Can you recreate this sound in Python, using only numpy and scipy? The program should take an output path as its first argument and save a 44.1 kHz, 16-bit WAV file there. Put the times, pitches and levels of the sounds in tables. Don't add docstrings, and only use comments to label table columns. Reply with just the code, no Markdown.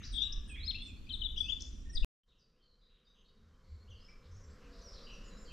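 import sys
import numpy as np
from scipy import signal
from scipy.fft import rfft, irfft
from scipy.io import wavfile
from scipy.ndimage import uniform_filter1d

SR = 44100
rng = np.random.default_rng(int(sys.argv[2]) if len(sys.argv) > 2 else 0)


def master_out(mix):
    frames = np.transpose(np.atleast_2d(mix))
    ceiling = np.clip(frames, -1, 1)
    pcm = np.round(ceiling * 32767).astype(np.int16)
    wavfile.write(sys.argv[1], SR, pcm)


def field_ratio(decibels):
    return 10 ** (np.asarray(decibels, dtype=float) / 20)


N = 243431
TIME = np.arange(N) / SR

COO_WARBLE, BURR_WARBLE, RASP_WARBLE = 28, 245, 520


def curve(rows):
    rows = np.array(rows)
    return np.interp(TIME, rows[:, 0], rows[:, 1])


def walk(rate_hz):
    hold = int(SR / rate_hz)
    steps = np.repeat(rng.standard_normal(N // hold + 1), hold)
    slewed = uniform_filter1d(uniform_filter1d(steps, hold), hold)
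    return 1.3 * slewed[:N]


def panned(wave, pan_db):
    sides = field_ratio(np.array([[pan_db], [-pan_db]]) / 2)
    return wave * sides / np.sqrt(np.mean(sides ** 2))


def add(track, start, wave):
    a, b = max(start, 0), min(start + wave.shape[-1], N)
    track[..., a:b] += wave[..., a - start:b - start]


def bands(spectrum, level_db, flicker_db, alike_hz):
    hz = np.maximum(np.arange(N // 2 + 1) * SR / N, 1)
    points = np.array(spectrum)
    colour = field_ratio(np.interp(np.log(hz), np.log(points[:, 0]), points[:, 1]))
    mid, side = rfft(rng.standard_normal((2, N))) * colour
    apart = 1 / np.sqrt(1 + alike_hz / hz)
    pair = np.array([mid + apart * side, mid - apart * side]) / np.sqrt(1 + apart ** 2)
    out = np.zeros((2, N))
    for octave in range(4, 15):
        distance = np.clip(np.log2(hz) - octave, -1, 1)
        share = np.cos(np.pi / 2 * distance) ** 2
        out += irfft(pair * share, N) * field_ratio(flicker_db * walk(8.2))
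    return out * field_ratio(level_db) / out.std()


def whistle(s, hz, db, edge_s, waver_hz):
    i = np.arange(int((s[0] - edge_s) * SR), int((s[-1] + edge_s) * SR))
    t = i / SR
    from_end_s = np.minimum(t - t[0], t[-1] - t)
    edge = np.sin(np.pi / 2 * np.clip(from_end_s / (2 * edge_s), 0, 1)) ** 2
    pitch = uniform_filter1d(np.interp(t, s, hz), size=110) + waver_hz[i % N]
    level = np.sqrt(2) * field_ratio(np.interp(t, s, db)) * edge
    return i[0], level * np.sin(2 * np.pi * np.cumsum(pitch) / SR)


def trees(x, t60_s, rise_s, alike):
    t = np.arange(SR) / SR
    both, own = rng.standard_normal((2, 2, SR))
    noise = alike * both[0] + np.sqrt(1 - min(alike, 1) ** 2) * own
    bass = signal.sosfilt(signal.butter(2, 6500, fs=SR, output="sos"), noise)
    decay = field_ratio(-60 * t / t60_s)
    echoes = (bass + (noise - bass) * decay) * (1 - np.exp(-t / rise_s)) * decay
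    echoes /= np.sqrt(np.sum(echoes ** 2, axis=1, keepdims=True))
    return signal.fftconvolve(x, echoes, axes=1)[:, :N] * field_ratio(1.5 * walk(300))


def motif_notes():
    # t after start/s, f/Hz, level under peak/dB
    seep = [(0, 7470, -23.5), (.007, 8950, -5), (.015, 8750, 1), (.026, 8000, -0.5), (.054, 8400, 2),
            (.057, 8600, -11), (.061, 9360, -10)]
    short_seep = [(0, 8970, -1.5), (.017, 8030, 1.5), (.04, 8300, -4.5)]
    swoop = [(0, 3182, -17), (.008, 3495, 1.5), (.021, 3730, -3.5), (.044, 3800, -7.5), (.064, 3890, -16.5)]
    arch = [(0, 3270, -14), (.007, 3990, -3.5), (.014, 4277, -4), (.022, 4300, -3), (.031, 4130, -4),
            (.038, 3445, -1.5), (.048, 2396, -29.5)]
    low_hook = [(0, 4094, -11), (.014, 3125, 0), (.021, 3045, -4), (.026, 3050, -8), (.035, 2975, -9)]
    high_hook = [(0, 3395, -15), (.01, 4126, -15.5), (.024, 3680, -1.5), (.04, 3316, -10)]
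    late_hook = [(0, 3495, -9), (.011, 3985, -7), (.024, 3620, -2), (.038, 3360, -8)]
    dip = [(0, 2686, -7.5), (.012, 2510, -6), (.03, 2450, -2), (.055, 2470, -6.5)]
    climb = [(0, 3875, -7.5), (.012, 4230, -2.5), (.026, 4230, -3.5)]
    bow = [(0, 7100, -4.5), (.03, 7730, -1), (.05, 7740, -4.5)]
    rise = [(0, 2766, -17.5), (.012, 3147, -7), (.0205, 3436, -1), (.025, 3210, -8.5), (.03, 3020, -1)]
    pip = [(0, 3464, -6), (.0045, 3494, 0.5), (.021, 3450, -18.5)]
    drop_figure = [(0, 6520, -25), (.007, 5085, -7), (.015, 4850, -1.5), (.022, 4170, -19.5)]
    flick = [(0, 5020, -1.5), (.013, 6130, -4), (.02, 4860, -14)]
    # t/s, first f/Hz, peak level/dB, left minus right/dB
    seeps = [(.118, 7510, -60.5, 7.5), (0.474, 7480, -61.5, 9)]
    short_seeps = [(0.821, 9000, -67, 4.5), (1.116, 9040, -74.5, 1), (1.388, 9070, -69.5, 3.5),
                   (1.917, 9060, -69, 5.5)]
    swoops = [(.214, 3202, -31, 14.6)]
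    arches = [(.672, 3272, -33.5, 12)]
    low_hooks = [(1.094, 4126, -39, 9.7), (1.207, 4037, -37, 14)]
    high_hooks = [(1.117, 3486, -34, 15)]
    late_hooks = [(1.234, 3456, -31.5, 17)]
    dips = [(.495, 2722, -50, -6)]
    climbs = [(.624, 3894, -46.5, -5)]
    bows = [(.23, 7000, -66, 7)]
    rises = [(1.362, 2788, -34.5, 14), (1.482, 2746, -31.5, 19)]
    pips = [(1.405, 3443, -26.5, 18), (1.52, 3470, -29, 15)]
    drops = [(1.946, 6510, -37.5, 7)]
    flicks = [(0.323, 4984, -42.5, 5.5)]
    notes = []
    for motif, rows in [(seep, seeps), (short_seep, short_seeps), (swoop, swoops), (arch, arches),
                        (low_hook, low_hooks), (high_hook, high_hooks), (late_hook, late_hooks),
                        (dip, dips), (climb, climbs), (bow, bows), (rise, rises), (pip, pips),
                        (drop_figure, drops), (flick, flicks)]:
        after, shape_hz, shape_db = np.transpose(motif)
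        hidden = motif is short_seep
        for s, hz, db, pan_db in rows:
            notes.append((s + after, shape_hz * hz / shape_hz[0], db + shape_db, pan_db, hidden))
    return notes


def glide_notes():
    # t/s, length/s, first f/Hz, last f/Hz, peak level/dB
    right_glides = [(0, .011, 6420, 6380, -64), (.021, 0.012, 6300, 6000, -59),
                    (.062, .064, 5950, 5520, -59), (.149, 0.011, 5550, 5400, -59),
                    (.156, .014, 5050, 4400, -58.5), (.05, 0.012, 7200, 6950, -61.5),
                    (.25, 0.01, 5440, 5000, -63), (.19, 0.034, 4740, 4930, -63.5),
                    (.218, 0.036, 5907, 5500, -58.5), (.545, 0.049, 3220, 3475, -49),
                    (.6, 0.024, 3780, 3960, -46), (.782, 0.067, 3340, 3564, -47.5),
                    (.88, .028, 2674, 2390, -54), (1.432, 0.074, 2550, 2690, -52.5),
                    (1.432, 0.034, 6280, 6000, -64.5), (1.46, 0.068, 6000, 6880, -65),
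                    (1.65, 0.053, 6320, 7200, -67.5), (1.725, 0.076, 5980, 5690, -64),
                    (1.795, 0.018, 5760, 5280, -63), (1.895, 0.042, 5770, 5460, -61),
                    (1.93, .012, 5500, 4980, -60.5)]
    left_glides = [(.126, 0.015, 3950, 3244, -42.5), (.032, 0.013, 3600, 4170, -49.5),
                   (.03, 0.011, 4700, 6000, -59), (.648, 0.026, 4750, 5220, -47),
                   (.745, 0.0066, 2350, 2780, -46), (.752, .01, 2620, 2800, -40),
                   (.76, .006, 2810, 3150, -48), (.868, .027, 7310, 7370, -64),
                   (1.069, .008, 2560, 2350, -57), (1.082, .007, 2520, 2650, -55),
                   (1.858, 0.111, 1816, 1902, -66)]
    chips = [(.045, 0.016, 6000, 3420, -46), (.057, 0.0085, 7030, 5900, -52.5),
             (1.201, 0.0093, 3084, 4120, -52), (.712, 0.013, 6300, 3910, -50),
             (.848, .004, 7200, 4500, -54), (.858, .01, 5380, 4930, -61), (1.361, .012, 6170, 4500, -58),
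             (1.088, 0.011, 2600, 4040, -47.5), (1.319, .003, 7080, 4700, -57),
             (1.597, 0.011, 3400, 6500, -50.5), (1.605, 0.0065, 3410, 8000, -36),
             (1.62, .006, 7800, 3400, -37)]
    # left minus right/dB, peak place/share of length, start and end under peak/dB
    right_manner = (-4.5, 0.7, -2, -1.5)
    left_manner = (8.5, 1.2, 0, -2.5)
    chip_manner = (6.5, .5, -14, -26)
    notes = []
    for rows, manner in [(right_glides, right_manner), (left_glides, left_manner), (chips, chip_manner)]:
        pan_db, peak, start_db, end_db = manner
        share = np.array([0, np.clip(peak, .05, .95), 1])
        swell_db = np.array([start_db, 0, end_db])
        for s, length, first_hz, last_hz, db in rows:
            pitches = first_hz + share * (last_hz - first_hz)
            notes.append((s + share * length, pitches, db + swell_db, pan_db, True))
    return notes


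def add_trills(track, waver_hz):
    # t/s, length/s, f/Hz, level/dB, swing rate/Hz
    trill_calls = [
        (.139, 0.0834, 3464, -35.5, 68.1),
        (1.968, 0.016, 3623, -35, 176),
        (2.028, 0.047, 2630, -42, 129.4),
    ]
    for s, length, hz, db, rate_hz in trill_calls:
        swing_hz = -0.059 * hz * np.cos(2 * np.pi * rate_hz * (TIME - s))
        times = [s, s + 0.52 * length, s + length]
        start, wave = whistle(times, [hz * 1.05, hz, hz], [db - 8, db, db], 0.002298,
                              swing_hz + 3 * waver_hz)
        add(track, start, panned(wave, 16.5))


def near_birds():
    direct, covered = np.zeros((2, 2, N))
    waver_hz = 20 * walk(200)
    for s, hz, db, pan_db, hidden in motif_notes() + glide_notes():
        start, wave = whistle(s, hz, db, .003, waver_hz)
        add(covered if hidden else direct, start, panned(wave, pan_db))
    add_trills(direct, waver_hz)
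    direct *= field_ratio(1.5 * walk(200))
    spread = .8 * (direct + covered) + .2 * (direct + covered)[::-1]
    direct += field_ratio(-5 + 4.5 * walk(90)) * covered
    early = field_ratio(-12) * trees(spread, .16, 0.0012, 1.0)
    late = field_ratio(-10) * trees(spread, 0.53, 0.013, 0.86)
    return direct + early + late


def wind():
    # f/Hz, level per Hz/dB
    air_spectrum = [(20, -6.5), (42, -7), (75, -9), (118, -24), (256, -24.5), (470, -43), (850, -52.5),
                    (1150, -47), (2000, -54), (3500, -42.5), (4700, -58.5), (7000, -53.5), (9500, -66),
                    (15500, -96)]
    # t/s, rumble level/dB
    gust_levels = [(0, -61), (.09, -42), (.3, -49.5), (.38, -40.5), (.5, -53), (.6, -44), (.9, -53.5),
                   (1.28, -45), (1.7, -50), (1.92, -47), (2.05, -50.5)]
    # t/s, peak/full scale, width/s, left minus right/dB
    membrane_thumps = [
        (1.238, 0.0074, 0.0073, 7.5),
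        (1.964, 0.034, 0.0076, 6),
        (1.99, -0.022, 0.0072, -13.5),
        (2.029, 0.077, 0.0059, 8.5),
        (2.047, -0.036, 0.0082, -3.5),
    ]
    air = panned(bands(air_spectrum, -46, 0.95, 1500), -0.82)
    rumble = signal.sosfilt(signal.butter(2, 110, fs=SR, output="sos"), air)
    gust = field_ratio(curve(gust_levels) + 50.0)
    air = air + (gust - 1) * rumble
    for s, peak, width_s, pan_db in membrane_thumps:
        push = peak * np.exp(-.5 * ((TIME - s) / width_s) ** 2)
        air += push * field_ratio(np.array([[pan_db], [-pan_db]]) / 2)
    return air


def distant_birds(voices):
    direct = np.zeros((1, N))
    warble_rate_hz = 130 * field_ratio(4.0 * walk(40))
    waver = field_ratio(4.3 * walk(150)) * np.sin(2 * np.pi * np.cumsum(warble_rate_hz) / SR)
    for notes, width_hz in voices:
        for s, length, first_hz, last_hz, db in notes:
            start, wave = whistle([s, s + length], [first_hz, last_hz], [db, db - 0.5], .008,
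                                  (15 + width_hz) * waver)
            add(direct, start, wave)
    direct *= field_ratio(2.6 * walk(90))
    nearer = field_ratio(-4.5) * trees(direct, 0.46, 0.011, 0.55)
    deeper = field_ratio(-5.0) * trees(direct, 0.93, 0.0091, 0.99)
    return field_ratio(-1.0) * direct + nearer + deeper


def deep_birds():
    # t/s, length/s, first f/Hz, last f/Hz, level/dB
    coos = [(.15, 0.24, 1558, 1730, -77), (.25, 0.072, 1160, 1175, -73.5), (.477, .011, 1520, 1860, -64.5),
            (.49, .026, 1780, 1600, -68)]
    burrs = [(.2, .072, 2900, 2896, -60), (.556, .014, 2480, 2150, -55.5), (.572, .022, 2160, 2450, -57.5),
             (.83, 0.054, 8800, 8200, -77), (1.12, 0.056, 8850, 8100, -76.5),
             (1.395, .05, 8840, 8300, -73.5), (1.925, 0.044, 8820, 8270, -73.5),
             (.485, .04, 3510, 3060, -60), (1.425, 0.044, 4850, 4580, -64), (.965, .02, 4400, 4350, -69),
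             (1.05, .025, 4650, 4700, -73), (1.48, 0.027, 4900, 5100, -63.5)]
    rasps = [(0, 0.051, 2277, 2278, -63), (.04, .05, 5460, 4630, -56.5), (1.365, .046, 5640, 4600, -59.5),
             (1.6, 0.027, 5430, 5360, -58), (.852, .03, 5600, 5000, -70), (1.47, 0.057, 6200, 6820, -68.5),
             (1.64, 0.058, 6300, 7000, -69)]
    voices = [(coos, COO_WARBLE), (burrs, BURR_WARBLE), (rasps, RASP_WARBLE)]
    return panned(distant_birds(voices), 1.2)


def camera_ticks():
    # f/Hz, level per Hz/dB
    hiss_spectrum = [(9500, -36.5), (10800, -11), (11700, -9), (12600, -11.5), (13200, -19), (14900, -25.5),
                     (15200, -41.5)]
    frame_hz = 59.94
    since = (TIME - .9364) * frame_hz % 1 / frame_hz
    pair = sum(np.exp(-.5 * ((since - lag_s - .001) / .0007) ** 2) for lag_s in (0, .0052))
    depth = 1.6 * field_ratio(2.5 * walk(5))
    return panned(bands(hiss_spectrum, -90, 3.5, 3000) * (1 + depth * pair), 3.4)


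def far_birds():
    # t/s, length/s, first f/Hz, last f/Hz, level/dB
    pure = [(2, 0.11, 3180, 3080, -78.5), (2.53, 0.1, 2400, 3590, -89.5), (2.79, 0.081, 4810, 4800, -85.5),
            (3.07, .045, 3680, 3850, -70), (2.9, 0.043, 3790, 3830, -77), (3.262, 0.05, 3740, 3800, -77),
            (3.808, 0.034, 4200, 4380, -73.5), (3.905, 0.019, 3400, 2800, -61.5),
            (3.924, .028, 2840, 2770, -66.5), (3.88, .016, 2800, 3400, -66), (4.005, .035, 4900, 5200, -74),
            (4.045, 0.033, 5100, 5330, -65.5), (3.079, .038, 6080, 6090, -84),
            (5.3, 0.044, 4140, 3870, -67), (5.033, 0.047, 4830, 4680, -61),
            (4.085, 0.023, 2260, 2400, -63.5), (4.443, 0.075, 7400, 7540, -82), (4.5, .05, 7730, 7840, -87),
            (4.838, 0.044, 5900, 5400, -63), (5.479, 0.045, 3166, 3100, -62),
            (5.238, 0.031, 5080, 5030, -69.5), (5.27, 0.036, 6900, 6880, -64),
            (5.368, 0.032, 5250, 5280, -68), (5.28, .02, 7650, 7700, -72), (5.13, 0.036, 5700, 5620, -67.5),
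            (2.6, .06, 3150, 3080, -81), (3.15, .04, 3350, 2950, -79.5), (3.535, .04, 3100, 3180, -84)]
    wavering = [(2.398, 0.052, 4890, 4680, -76.5), (2.815, 0.063, 3794, 4000, -73.5),
                (3.049, .04, 4770, 4820, -80.5), (3.115, .03, 4760, 4820, -89),
                (3.125, .1, 6140, 6350, -90), (3.61, 0.25, 2173, 2205, -86.5),
                (3.68, 0.23, 7490, 7150, -93), (3.9, 0.034, 6300, 5750, -75),
                (3.93, 0.078, 4880, 4150, -76.5), (3.955, .03, 2820, 3230, -74),
                (4.078, 0.029, 5330, 5250, -69), (4.61, 0.071, 2820, 2590, -72.5),
                (4.817, .02, 6200, 5600, -66), (4.882, .014, 5350, 5150, -59), (4.93, .02, 5560, 5500, -68),
                (4.98, .055, 5500, 5450, -71), (4.968, 0.025, 3950, 4130, -61.5),
                (5.04, 0.015, 4080, 3980, -63), (5.108, 0.034, 5500, 6200, -68),
                (5.5, 0.025, 2780, 2550, -63), (5.07, 0.011, 2930, 2900, -51.5),
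                (5.085, .06, 2885, 2760, -58)]
    burry = [(2.319, 0.059, 2935, 2850, -83.5), (2.622, 0.13, 4430, 4120, -78.5),
             (3.149, 0.076, 3200, 3054, -78), (3.25, .065, 4040, 4770, -79), (3.64, 0.13, 4380, 4300, -79),
             (4.9, 0.034, 5180, 4900, -67), (5.055, .03, 4200, 3740, -68), (5.24, 0.035, 7360, 6870, -70),
             (2.28, 0.056, 3900, 3590, -78.5), (5.379, 0.074, 7310, 7050, -68.5),
             (5.451, 0.059, 4720, 4130, -66)]
    raspy = [(2.385, .037, 5920, 4740, -80), (2.894, .11, 3240, 3070, -81),
             (4.224, 0.054, 3520, 4470, -75.5), (4.31, 0.14, 5810, 5780, -71),
             (4.48, 0.057, 4330, 5200, -76), (4.71, .13, 4720, 4580, -69.5),
             (4.93, 0.079, 4840, 3550, -65.5)]
    return distant_birds([(pure, 35), (wavering, 134), (burry, BURR_WARBLE), (raspy, RASP_WARBLE)])


def bees():
    # t/s, length/s, first f/Hz, last f/Hz, level/dB
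    bee_passes = [(2.5, .45, 506, 480, -92), (3.34, 0.17, 217, 214, -75.5), (3.301, 0.25, 420, 399, -83),
                  (3.548, .12, 238, 242, -79), (3.58, 0.25, 514, 527, -82), (4.38, .14, 554, 562, -77),
                  (4.499, 0.27, 284, 280, -75), (4.62, 0.22, 480, 495, -75), (4.7, .4, 691, 646, -81),
                  (4.85, 0.5, 561, 557, -74.5), (5.0, .3, 230, 240, -71.5), (5.2, 0.23, 204, 196, -70.5),
                  (5.15, .35, 498.5, 496, -77.5)]
    hum, wander_hz = np.zeros(N), 7.0 * walk(25)
    for s, length, first_hz, last_hz, db in bee_passes:
        start, wave = whistle([s, s + length], [first_hz, last_hz], [db, db], .03, wander_hz)
        add(hum, start, wave)
    return hum * field_ratio(3.5 * walk(14))


def drone():
    # t/s, held/s, level/dB
    engine_revs = [
        (3.42, 0.13, -67),
        (3.73, .01, -51),
        (3.9, 0.047, -53.5),
        (4.271, 0.24, -55),
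    ]
    phase = 2 * np.pi * np.cumsum(87.2 * (1 + .17 * walk(45))) / SR
    effort = np.zeros(N)
    for s, held, db in engine_revs:
        rise_db = 257 * np.maximum(s - TIME, 0)
        fall_db = 166.5 * np.maximum(TIME - s - held, 0)
        effort += field_ratio(db - rise_db - fall_db)
    throb = field_ratio(4.1 * walk(24.89))
    return np.sqrt(2) * effort * throb * (np.sin(phase) + .4 * np.sin(phase / 2))


def murmur():
    # f/Hz, level per Hz/dB
    murmur_spectrum = [(35, 1.5), (92, -17), (210, -14.5), (330, -24.5), (500, -18), (570, -27.5),
                       (650, -31), (900, -35.5), (1020, -26.5), (1400, -28), (2620, -38.5), (5090, -36.5),
                       (7900, -45), (9000, -73)]
    return bands(murmur_spectrum, -51.5, 1.56, 2200)


def microphone_hiss():
    # f/Hz, level per Hz/dB
    self_noise = [(6500, -24), (8500, -3), (11000, -3.5), (12500, -2.5), (14500, -10), (15500, -22.5)]
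    return bands(self_noise, -85.5, 0.82, 300)


def second_place():
    # t/s, gain/dB
    fade_in = [(2.25, -36), (2.28, -19), (2.8, -17.5), (3.3, -14.5), (3.8, -9), (4.3, -5.5), (4.8, 0),
               (5.2, 1), (5.52, 0)]
    # t/s, share of side signal/dB
    side_opening = [
        (4.3, -31),
        (4.65, -20.5),
        (4.85, -12.5),
        (5.52, -6),
    ]
    fade = field_ratio(curve(fade_in))
    left, right = far_birds() + fade * murmur()
    side = field_ratio(curve(side_opening)) * (left - right) / 2
    mid = (left + right) / 2 + drone() + bees()
    return np.array([mid + side, mid - side]) + fade ** 0.85 * microphone_hiss()


def scene():
    cut_s, back_s = 2.04627, 2.235
    first = near_birds() + wind() + deep_birds() + camera_ticks()
    return first * (TIME < cut_s) + second_place() * (TIME > back_s)


def low_pass(x):
    return signal.sosfilt(signal.butter(12, 15710, fs=SR, output="sos"), x)


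def record(dry):
    return low_pass(dry)


dry = scene()
out = record(dry)
master_out(out)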